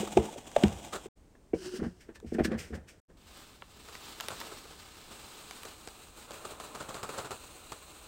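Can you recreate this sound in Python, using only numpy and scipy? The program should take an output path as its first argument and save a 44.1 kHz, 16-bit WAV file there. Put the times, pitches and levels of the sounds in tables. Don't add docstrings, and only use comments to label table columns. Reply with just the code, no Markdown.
import sys
import numpy as np
from scipy import signal
from scipy.fft import rfft, irfft, next_fast_len
from scipy.io import wavfile
from scipy.ndimage import uniform_filter1d

SR = 44100
rng = np.random.default_rng(int(sys.argv[2]) if len(sys.argv) > 2 else 0)


def log_audio(samples):
    frames = np.atleast_2d(samples).T
    limited = np.clip(frames, -1, 1)
    pcm = np.round(limited * 32767).astype(np.int16)
    wavfile.write(sys.argv[1], SR, pcm)


N = 355887
T = np.arange(N) / SR
HIT_T = T[:SR // 2]

# (time [s], hiss level [dB])
POUR_FLOW = [(3.17, -68.5), (3.29, -59), (3.43, -55.0), (3.62, -64.5), (3.76, -59), (4.09, -50.5),
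             (4.2, -53), (4.36, -49), (4.62, -54), (5.0, -56), (5.2, -51.5), (5.6, -52.5), (5.85, -56.5),
             (6.03, -55), (6.13, -60.3), (6.19, -51), (6.3, -52), (7.2, -49), (7.4, -54), (8.07, -55)]
# (time [s], share on the plastic handle [0-1]); the rest hits the drum floor
POUR_AIM = [(3.1, 0.14), (4.1, 0.2), (4.8, 0.14), (5.3, 0.45), (5.7, 0.6), (6.0, 0.76), (8.07, 0.88)]
# (frequency [Hz], gain [dB])
FLOOR_COLOUR = [(120, -0.5), (380, 7.5), (630, 0), (830, 6), (1150, 4), (2000, -4), (2700, -1.5), (3900, 1),
                (5000, -1.5), (6200, -6.5), (8200, -3.5), (10200, -15), (13700, -12), (16000, -12.5)]
HANDLE_COLOUR = [(120, -2.5), (420, 7), (800, 5), (1040, 2), (1225, 5.5), (1950, -11.5), (2700, -4.5),
                 (3200, -10), (4050, -5), (5200, -17.5), (6400, -9), (8400, -5), (11300, -20.5),
                 (14000, -14.5)]
# (frequency [Hz], width [Hz], gain [dB])
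HANDLE_RINGS = [(1210, 110, -7.5), (2620, 170, -14), (4030, 260, -10.5), (8570, 600, -14.5)]
JIGGLE_START_S, JIGGLE_END_S = 6.28, 7.36


def pour():
    flow, uneven_db = curve(POUR_FLOW), choke_and_surge_db()
    jiggled = (T > JIGGLE_START_S) & (T < JIGGLE_END_S)
    patter = flow * undb(np.where(jiggled, 1, -3) + uneven_db / 2)
    hiss = flow * undb(uneven_db)
    floor = powder(patter, hiss, FLOOR_COLOUR, per_s=25000, spread_db=2, flutter_db=1.7, split_hz=2040)
    handle = powder(patter, hiss, HANDLE_COLOUR, per_s=22000, flutter_db=1.28, split_hz=2140)
    for hz, width_hz, db in HANDLE_RINGS:
        handle = handle + undb(db) * resonate(handle, hz, width_hz)
    share = np.interp(T, *np.transpose(POUR_AIM))
    return np.sqrt(1 - share) * floor + np.sqrt(share) * undb(-.5) * handle


def choke_and_surge_db(choke_db=-7, surge_db=1.5):
    change_db = np.zeros(N)
    for s, _, _, firmness in CLUMPS:
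        if JIGGLE_START_S < s < JIGGLE_END_S:
            choke = choke_db * bump(s - .022, width_s=.039)
            surge = surge_db * bump(s + .04, width_s=.02)
            change_db += firmness * (choke + surge)
    return change_db


def powder(patter, hiss, spectrum, per_s, flutter_db, split_hz, spread_db=0):
    impacts = grains(per_s, spread_db) * undb(flutter_db * walk(per_s=70))
    sound = colour(drum(impacts, wet_db=-8.5, t60=.11), spectrum)
    low = cut(sound, split_hz, "low", order=4)
    high = cut(sound, split_hz, "high", order=4)
    return patter * unit(low) + hiss * unit(high)


# (time [s], hiss level [dB])
SHAKE_FLOW = [(0, -43), (0.09, -50.5), (0.15, -51.5), (0.26, -49.5), (0.33, -55), (0.43, -61), (0.6, -48.5),
              (0.8, -58), (0.9, -60), (1.07, -57.5)]
# (peak time [s], level [dB], fade [s])
SPURTS = [(.05, -64.5, 0.049), (.125, -61.5, .012), (.385, -47, 0.0068), (.48, -51, 0.013),
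          (.68, -54.5, 0.01), (.76, -55.5, 0.1), (.85, -50, 0.012)]
# (frequency [Hz], gain [dB])
SHAKE_COLOUR = [(100, 0), (200, 6), (450, 3), (850, 5.5), (1100, -6.5), (1900, -12.5), (3300, -3.5),
                (4400, -13.5), (7500, -5), (9000, -9), (10500, -22.5), (14000, -20.5)]


def shake(jar_db=-31, jar_rise_s=.0067, jar_fade_s=.035):
    flow = np.hypot(curve(SHAKE_FLOW), swells(SPURTS, rise_s=.033))
    jolts = [(s + jar_rise_s, db + jar_db, jar_fade_s) for s, db, _, _ in BOX_KNOCKS]
    patter = undb(3.5) * flow + swells(jolts, jar_rise_s)
    return powder(patter, flow, SHAKE_COLOUR, per_s=12000, flutter_db=2, split_hz=1980)


# (peak time [s], level [dB], fade [s], firmness [0-1])
CLUMPS = [(.077, -34.5, 0.0056, 0.3), (.933, -34.5, .025, 0.1), (.957, -36, .013, 0.08),
          (3.887, -51, 0.022, 0.5), (4.24, -43.5, 0.012, 0.1), (4.307, -38, 0.031, 0.2),
          (4.424, -47, 0.079, 0), (4.522, -45, .015, 0), (4.655, -49.5, 0.015, 0.1),
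          (4.71, -48, 0.011, 0.1), (5.113, -49, 0.031, .3), (5.652, -46.5, 0.032, 0.6),
          (5.875, -40, 0.0053, 0.95), (6.308, -44.5, 0.012, 1), (6.451, -39, 0.0094, 0.53),
          (6.513, -47, 0.032, 0), (6.60, -39, 0.011, 1), (6.75, -38.5, 0.02, 0.7),
          (6.806, -36.5, 0.022, 0.55), (6.888, -39, 0.031, 0.7), (6.944, -42, 0.054, 0.8),
          (7.031, -35.5, 0.021, 0.96), (7.092, -39.5, 0.02, 0.94), (7.141, -43.5, 0.054, 0),
          (7.183, -34, 0.02, 0.4), (7.248, -42, 0.034, 0.3), (7.309, -34, 0.019, 0.95),
          (7.721, -37.5, 0.011, 0.86)]
# (frequency [Hz], gain [dB])
CLUMP_COLOUR = [(100, 3), (290, -2), (420, 6.5), (950, -0.5), (1250, 5), (2000, -11), (4000, -9),
                (5700, -17), (7600, -8), (11500, -26.5), (14500, -24)]


def clumps():
    rise_s = np.interp([firmness for *_, firmness in CLUMPS], [0, 1], [.016, .0024])
    return bursts([row[:3] for row in CLUMPS], rise_s, CLUMP_COLOUR, per_s=6000, spread_db=1.5)


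def chips(mean_gap_s=.0077, corner_hz=9500):
    rows = []
    for s, _, _, firmness in CLUMPS:
        gap_s = mean_gap_s * (.5 + rng.random())
        db = -32 - 17.5 * (1 - firmness)
        rows += [(s, db, corner_hz), (s + gap_s, db - 3, corner_hz)]
    return rows


# (time [s], peak level [dB], low-pass corner [Hz])
CRUMBS = [(.229, -41, 11900), (.457, -42, 9000), (.516, -35, 9100), (.682, -32, 9000), (2.201, -40, 12100),
          (3.622, -31, 2740), (3.953, -29.5, 4230), (4.2008, -25, 4900), (4.208, -20.5, 13000),
          (4.2846, -19.5, 13700), (4.2869, -29, 3120), (4.4027, -29, 13100), (4.414, -30, 1970),
          (5.510, -26, 7040), (5.6335, -30, 14900), (5.653, -35, 12900)]


def crumbs():
    out = np.zeros(N)
    for s, db, corner_hz in CRUMBS + chips():
        tick, spray, panel = rng.standard_normal((3, len(HIT_T)))
        shatter = undb(-10) * unit(cut(spray, 4000, "low")) * fade(t60=.012)
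        hit = tick * fade(t60=.004) + shatter
        hit = cut(cut(hit, corner_hz, "low", order=3), 900, "high")
        thud = panel * fade(t60=.032)
        thud = cut(cut(thud, 1500, "low", order=4), 310, "high")
        add(out, s, undb(db) * peak(peak(hit) + undb(-11) * peak(thud)))
    return drum(out, wet_db=-13, t60=.14)


# (time [s], level [dB], contact pitch [Hz], hardness [0-1])
BOX_KNOCKS = [(.001, -29.5, 220, 0), (.028, -24, 457, 0.64), (.168, -8.5, 411, 0.23), (.172, -12, 700, 1),
              (.204, -26.5, 438, 0.08), (.25, -35, 456, .1), (.284, -36, 840, 0.7), (.358, -34, 537, 0.05),
              (0.5624, -8.5, 633, 0.77), (.624, -22.5, 645, .1), (.635, -8.5, 291.6, 0.98),
              (.655, -23, 198, 0.4), (.841, -43, 750, .7), (1.056, -34, 424, .9)]
# (frequency [Hz], gain [dB], t60 before damping [s])
BOX_MODES = [(130.3, -19.5, 0.12), (191, -22, .09), (209.3, -1, 0.34), (218, -5, 0.29), (284, -20.5, 0.057),
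             (373, 4, 0.092), (443, -11, 0.29), (570, -3, 0.058), (674, -21, .25), (716, 13.5, 0.0048),
             (800, -24.5, .06), (882, 0.5, 0.13), (1330, -14.5, .02)]
# (frequency [Hz], gain [dB])
BOX_CRACK = [(700, 2), (1500, -1), (1950, -3), (2500, -2), (3600, -0.5), (4300, -16), (8000, -12),
             (10500, -30.5), (16000, -31)]


def box():
    hits = knocks(BOX_KNOCKS, BOX_MODES, BOX_CRACK, push_s=.00216,
                  crack_t60=.023, crack_rise_s=.0017, drag_db=-30, drag_t60=.09)
    return drum(hits, wet_db=-18.5, t60=.3)


# (time [s], level [dB], contact pitch [Hz], hardness [0-1])
HAND_KNOCKS = [(1.533, -15.5, 384, 0.64), (1.735, -34, 390, 0), (1.788, -28.5, 277, 0),
               (1.816, -23, 357, 0.3), (1.841, -28.5, 224, 0.2), (1.863, -28, 249, 0.44),
               (2.087, -37.5, 357, 0.18), (2.225, -39.5, 412, 0), (2.243, -35, 286, 0.44),
               (2.320, -23.5, 338, 0.46), (2.344, -23.5, 330, 0), (2.384, -17.5, 377, 0.8),
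               (2.395, -21, 360, 0.94), (2.404, -15.5, 307, 0.64), (2.449, -21.5, 330, 0.3),
               (2.477, -26, 290, 0), (2.497, -26, 259, 0.16), (2.512, -22.5, 330, 0),
               (2.544, -29.5, 246, 0.44), (2.702, -36, 350, .1), (2.725, -37.5, 283, 0.4),
               (2.749, -39.5, 218, 0.7), (2.772, -37.5, 202, 0.9)]
# (frequency [Hz], gain [dB], t60 before damping [s])
AGITATOR_MODES = [(131, -21, 0.45), (181.7, 0, 0.3), (219.4, 8, 0.094), (280, -36, 0.072),
                  (331.5, -7, 0.11), (391, -12, 0.076), (410.4, -0.5, 0.11), (446, -0.5, 0.12),
                  (550, -6, 0.057), (593, -20, .04), (730, -11, .04), (875, -16, 0.036), (1480, -23, .06),
                  (1700, -19, 0.05)]
# (frequency [Hz], gain [dB])
HAND_CRACK = [(600, 23.5), (1000, -1.5), (1450, -2.5), (1800, -2), (2200, 3.5), (3000, -9.5), (4500, -55),
              (9000, -32), (16000, -33)]


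def hand():
    return knocks(HAND_KNOCKS, AGITATOR_MODES, HAND_CRACK, push_s=.00258,
                  crack_t60=.066, crack_rise_s=.0015, drag_db=-10.5, drag_t60=.082)


def knocks(rows, modes, crack_colour, push_s, crack_t60, crack_rise_s, drag_db, drag_t60):
    out = np.zeros(N)
    swell = HIT_T / push_s - 2
    for s, db, hz, hardness in rows:
        grit, judder = rng.standard_normal((2, len(HIT_T)))
        damping = np.interp(hardness, [0, 1], [.79, 3.5])
        crack_db = np.interp(hardness, [0, 1], [-21, -3])
        push = np.exp(-swell ** 2) * np.sin(2 * np.pi * hz * push_s * swell)
        drag = unit(cut(judder, 2 * hz, "low")) * np.clip(swell, 0, 1) * fade(drag_t60)
        body = signal.fftconvolve(push + undb(drag_db) * drag, ring(modes, damping))[:len(HIT_T)]
        crack = colour(grit, crack_colour) / 2 * fade(crack_t60) * np.minimum(HIT_T / crack_rise_s, 1)
        add(out, s, undb(db) * (peak(body) + undb(crack_db) * crack))
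    return out


# (time [s], peak level [dB])
SNAPS = [(2.157, -43), (2.169, -46), (2.448, -23), (2.4499, -34), (2.454, -24.5), (2.520, -38),
         (2.543, -43)]
# (frequency [Hz], gain [dB], t60 [s])
LATCH_MODES = [(1736, 19, 0.046), (1890, -17, .03), (3580, -9, 0.036), (4150, -19, .03), (4340, -2, .025),
               (5270, -20, 0.021), (5370, -17, 0.0089), (8250, -20, .02), (8700, -3, .025)]


def latch():
    out, ringing = np.zeros(N), peak(ring(LATCH_MODES))
    for s, db in SNAPS:
        click = cut(rng.standard_normal(len(HIT_T)), 4200, "low") * fade(t60=.026)
        add(out, s, undb(db) * peak(ringing + undb(1) * peak(click)))
    return out


# (peak time [s], level [dB], fade [s])
SHUDDERS = [(.186, -22.5, 0.021), (.665, -31, 0.039), (.738, -43.5, 0.039), (1.84, -36.5, .03),
            (2.272, -45, 0.044), (2.42, -35, .036), (2.56, -39, 0.045), (2.736, -36.5, 0.033)]
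# (frequency [Hz], gain [dB])
SHUDDER_COLOUR = [(25, -25), (50, -13), (75, 1.5), (105, -10.5), (160, -8.5), (260, -25.5), (500, -31),
                  (2000, -74)]


def shudders():
    return bursts(SHUDDERS, rise_s=.049, spectrum=SHUDDER_COLOUR, per_s=5600, spread_db=2)


# (peak time [s], level [dB], fade [s])
SCRAPES = [(1.355, -57, .01), (1.80, -42, 0.017), (1.835, -37.5, 0.024), (2.093, -49.5, 0.018),
           (2.162, -57, 0.011), (2.35, -39.5, 0.013), (2.394, -32, .021), (2.48, -48, 0.14),
           (2.52, -35, 0.029), (2.735, -41, 0.03), (2.9, -68, 0.14), (3.103, -59.5, 0.016)]
# (frequency [Hz], gain [dB])
SCRAPE_COLOUR = [(150, 2.5), (500, 9), (1000, -8), (1400, -3.5), (1780, -1), (2300, -15.5), (3000, -17.5),
                 (4500, -28), (9000, -38), (16000, -61)]


def scrapes():
    return bursts(SCRAPES, rise_s=.014, spectrum=SCRAPE_COLOUR, per_s=9100)


# (peak time [s], level [dB], fade [s])
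SLIDES = [(2.011, -57.5, 0.031), (2.158, -54, 0.01), (2.27, -61, 0.21), (2.347, -51, 0.0046),
          (2.451, -34.5, .01), (2.592, -42.5, .043), (2.753, -51.5, .013), (2.889, -51.5, 0.027)]
# (frequency [Hz], gain [dB])
SLIDE_COLOUR = [(500, -47), (1400, -3), (2000, 3), (3000, -2), (3900, -8.5), (5200, -3), (6800, -7.5),
                (8500, -5.5), (10500, -19.5), (14000, -17.5), (16000, -23)]


def slides():
    return bursts(SLIDES, rise_s=.021, spectrum=SLIDE_COLOUR, per_s=33000, spread_db=.7)


# (time [s], relative level [dB])
RUB_STROKE = [(1.54, -64), (1.638, -52.5), (1.662, -46.5), (1.706, -57.5), (1.77, -48), (1.812, -69),
              (1.842, -61), (1.934, -74.5), (2.0, -75)]
# (frequency [Hz], gain [dB])
RUB_COLOUR = [(160, 4), (450, 4), (850, -12), (1200, -8), (1550, 0.5), (2300, -11.5), (2850, -0.5),
              (3600, -10), (5200, -2), (7000, -9.5), (9000, -9.5), (11000, -23), (16000, -22)]


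def rub():
    slips = grains(per_s=18000)
    hum = resonate(slips, hz=368, width_hz=15)
    hum = undb(3.5) * unit(cut(hum, 670, "low", order=4))
    return undb(3.5) * curve(RUB_STROKE) * (colour(slips, RUB_COLOUR) + hum)


def drum(x, wet_db, t60):
    echoes = rng.standard_normal(len(HIT_T)) * fade(t60) * (HIT_T > .002)
    return x + undb(wet_db) * signal.fftconvolve(x, echoes / np.linalg.norm(echoes))[:N]


# (frequency [Hz], gain [dB])
ROOM_TONE = [(20, 2.5), (65, 5.5), (120, -3), (350, -6.5), (700, -15.5), (1500, -24.5), (4000, -31),
             (8500, -29), (11000, -41.5), (16000, -38)]


def room():
    return undb(-59.5) * colour(rng.standard_normal(N), ROOM_TONE)


def grains(per_s, spread_db=0):
    sizes = undb(spread_db * np.minimum(rng.exponential(size=N), 6))
    lands = rng.random(N) < per_s / SR
    return unit(lands * rng.standard_normal(N) * sizes)


def bursts(rows, rise_s, spectrum, per_s, spread_db=0):
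    return colour(grains(per_s, spread_db), spectrum) * swells(rows, rise_s)


def swells(rows, rise_s):
    envelope = np.zeros(N)
    for (s, db, fade_s), rise in zip(rows, np.broadcast_to(rise_s, len(rows))):
        attack = np.minimum(HIT_T / rise, 1) ** 2
        decay = np.exp(-np.maximum(HIT_T - rise, 0) / fade_s)
        add(envelope, s - rise, undb(db) * attack * decay)
    return envelope


def curve(rows):
    return undb(np.interp(T, *np.transpose(rows), left=-200, right=-200))


def bump(s, width_s):
    return np.exp(-((T - s) / width_s) ** 2)


def walk(per_s):
    knots = rng.standard_normal(N // 20)
    return 1.2 * np.interp(T * per_s, np.arange(len(knots)), knots)


def ring(modes, damping=1):
    return sum(undb(db) * np.sin(2 * np.pi * hz * HIT_T) * fade(t60 / damping) for hz, db, t60 in modes)


def fade(t60):
    return np.exp(-np.log(1000) * HIT_T / t60)


def resonate(x, hz, width_hz):
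    return signal.lfilter(*signal.iirpeak(hz, hz / width_hz, fs=SR), x)


def colour(x, points):
    hz, db = np.transpose(points)
    size = next_fast_len(len(x))
    freq = np.maximum(np.fft.rfftfreq(size, 1 / SR), 1)
    gain = undb(np.interp(np.log(freq), np.log(hz), db)) * np.minimum(freq / hz[0], 1) ** 2
    return unit(irfft(rfft(x, size) * gain, size)[:len(x)])


def cut(x, hz, kind, order=2):
    return signal.sosfilt(signal.butter(order, min(hz, .45 * SR), kind, fs=SR, output="sos"), x)


def add(out, s, x):
    start = max(int(s * SR), 0)
    out[start:start + len(x)] += x[:N - start]


def undb(db):
    return 10 ** (np.asarray(db) / 20)


def unit(x):
    return x / np.sqrt(np.mean(x ** 2))


def peak(x):
    return x / np.abs(x).max()


def scene():
    handling = slides() + scrapes() + shudders() + box()
    dispenser = drum(hand() + latch(), wet_db=-6.5, t60=.095)
    return (handling + dispenser + crumbs() + room() + shake() + pour() + clumps() + rub())[None]


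# (start [s], end [s])
OPEN_SPANS = [(-.1, 1.087), (1.155, 3.001), (3.08, 8.2)]


def record(dry, fade_in_s=.02, top_hz=15800):
    gate = sum(np.clip((T - start) / fade_in_s, 0, 1) * (T < end) for start, end in OPEN_SPANS)
    gate = np.maximum(uniform_filter1d(gate, size=64), undb(-45))
    return signal.sosfilt(signal.ellip(10, .2, 70, top_hz, fs=SR, output="sos"), dry * gate)


dry = scene()
out = record(dry)
log_audio(out)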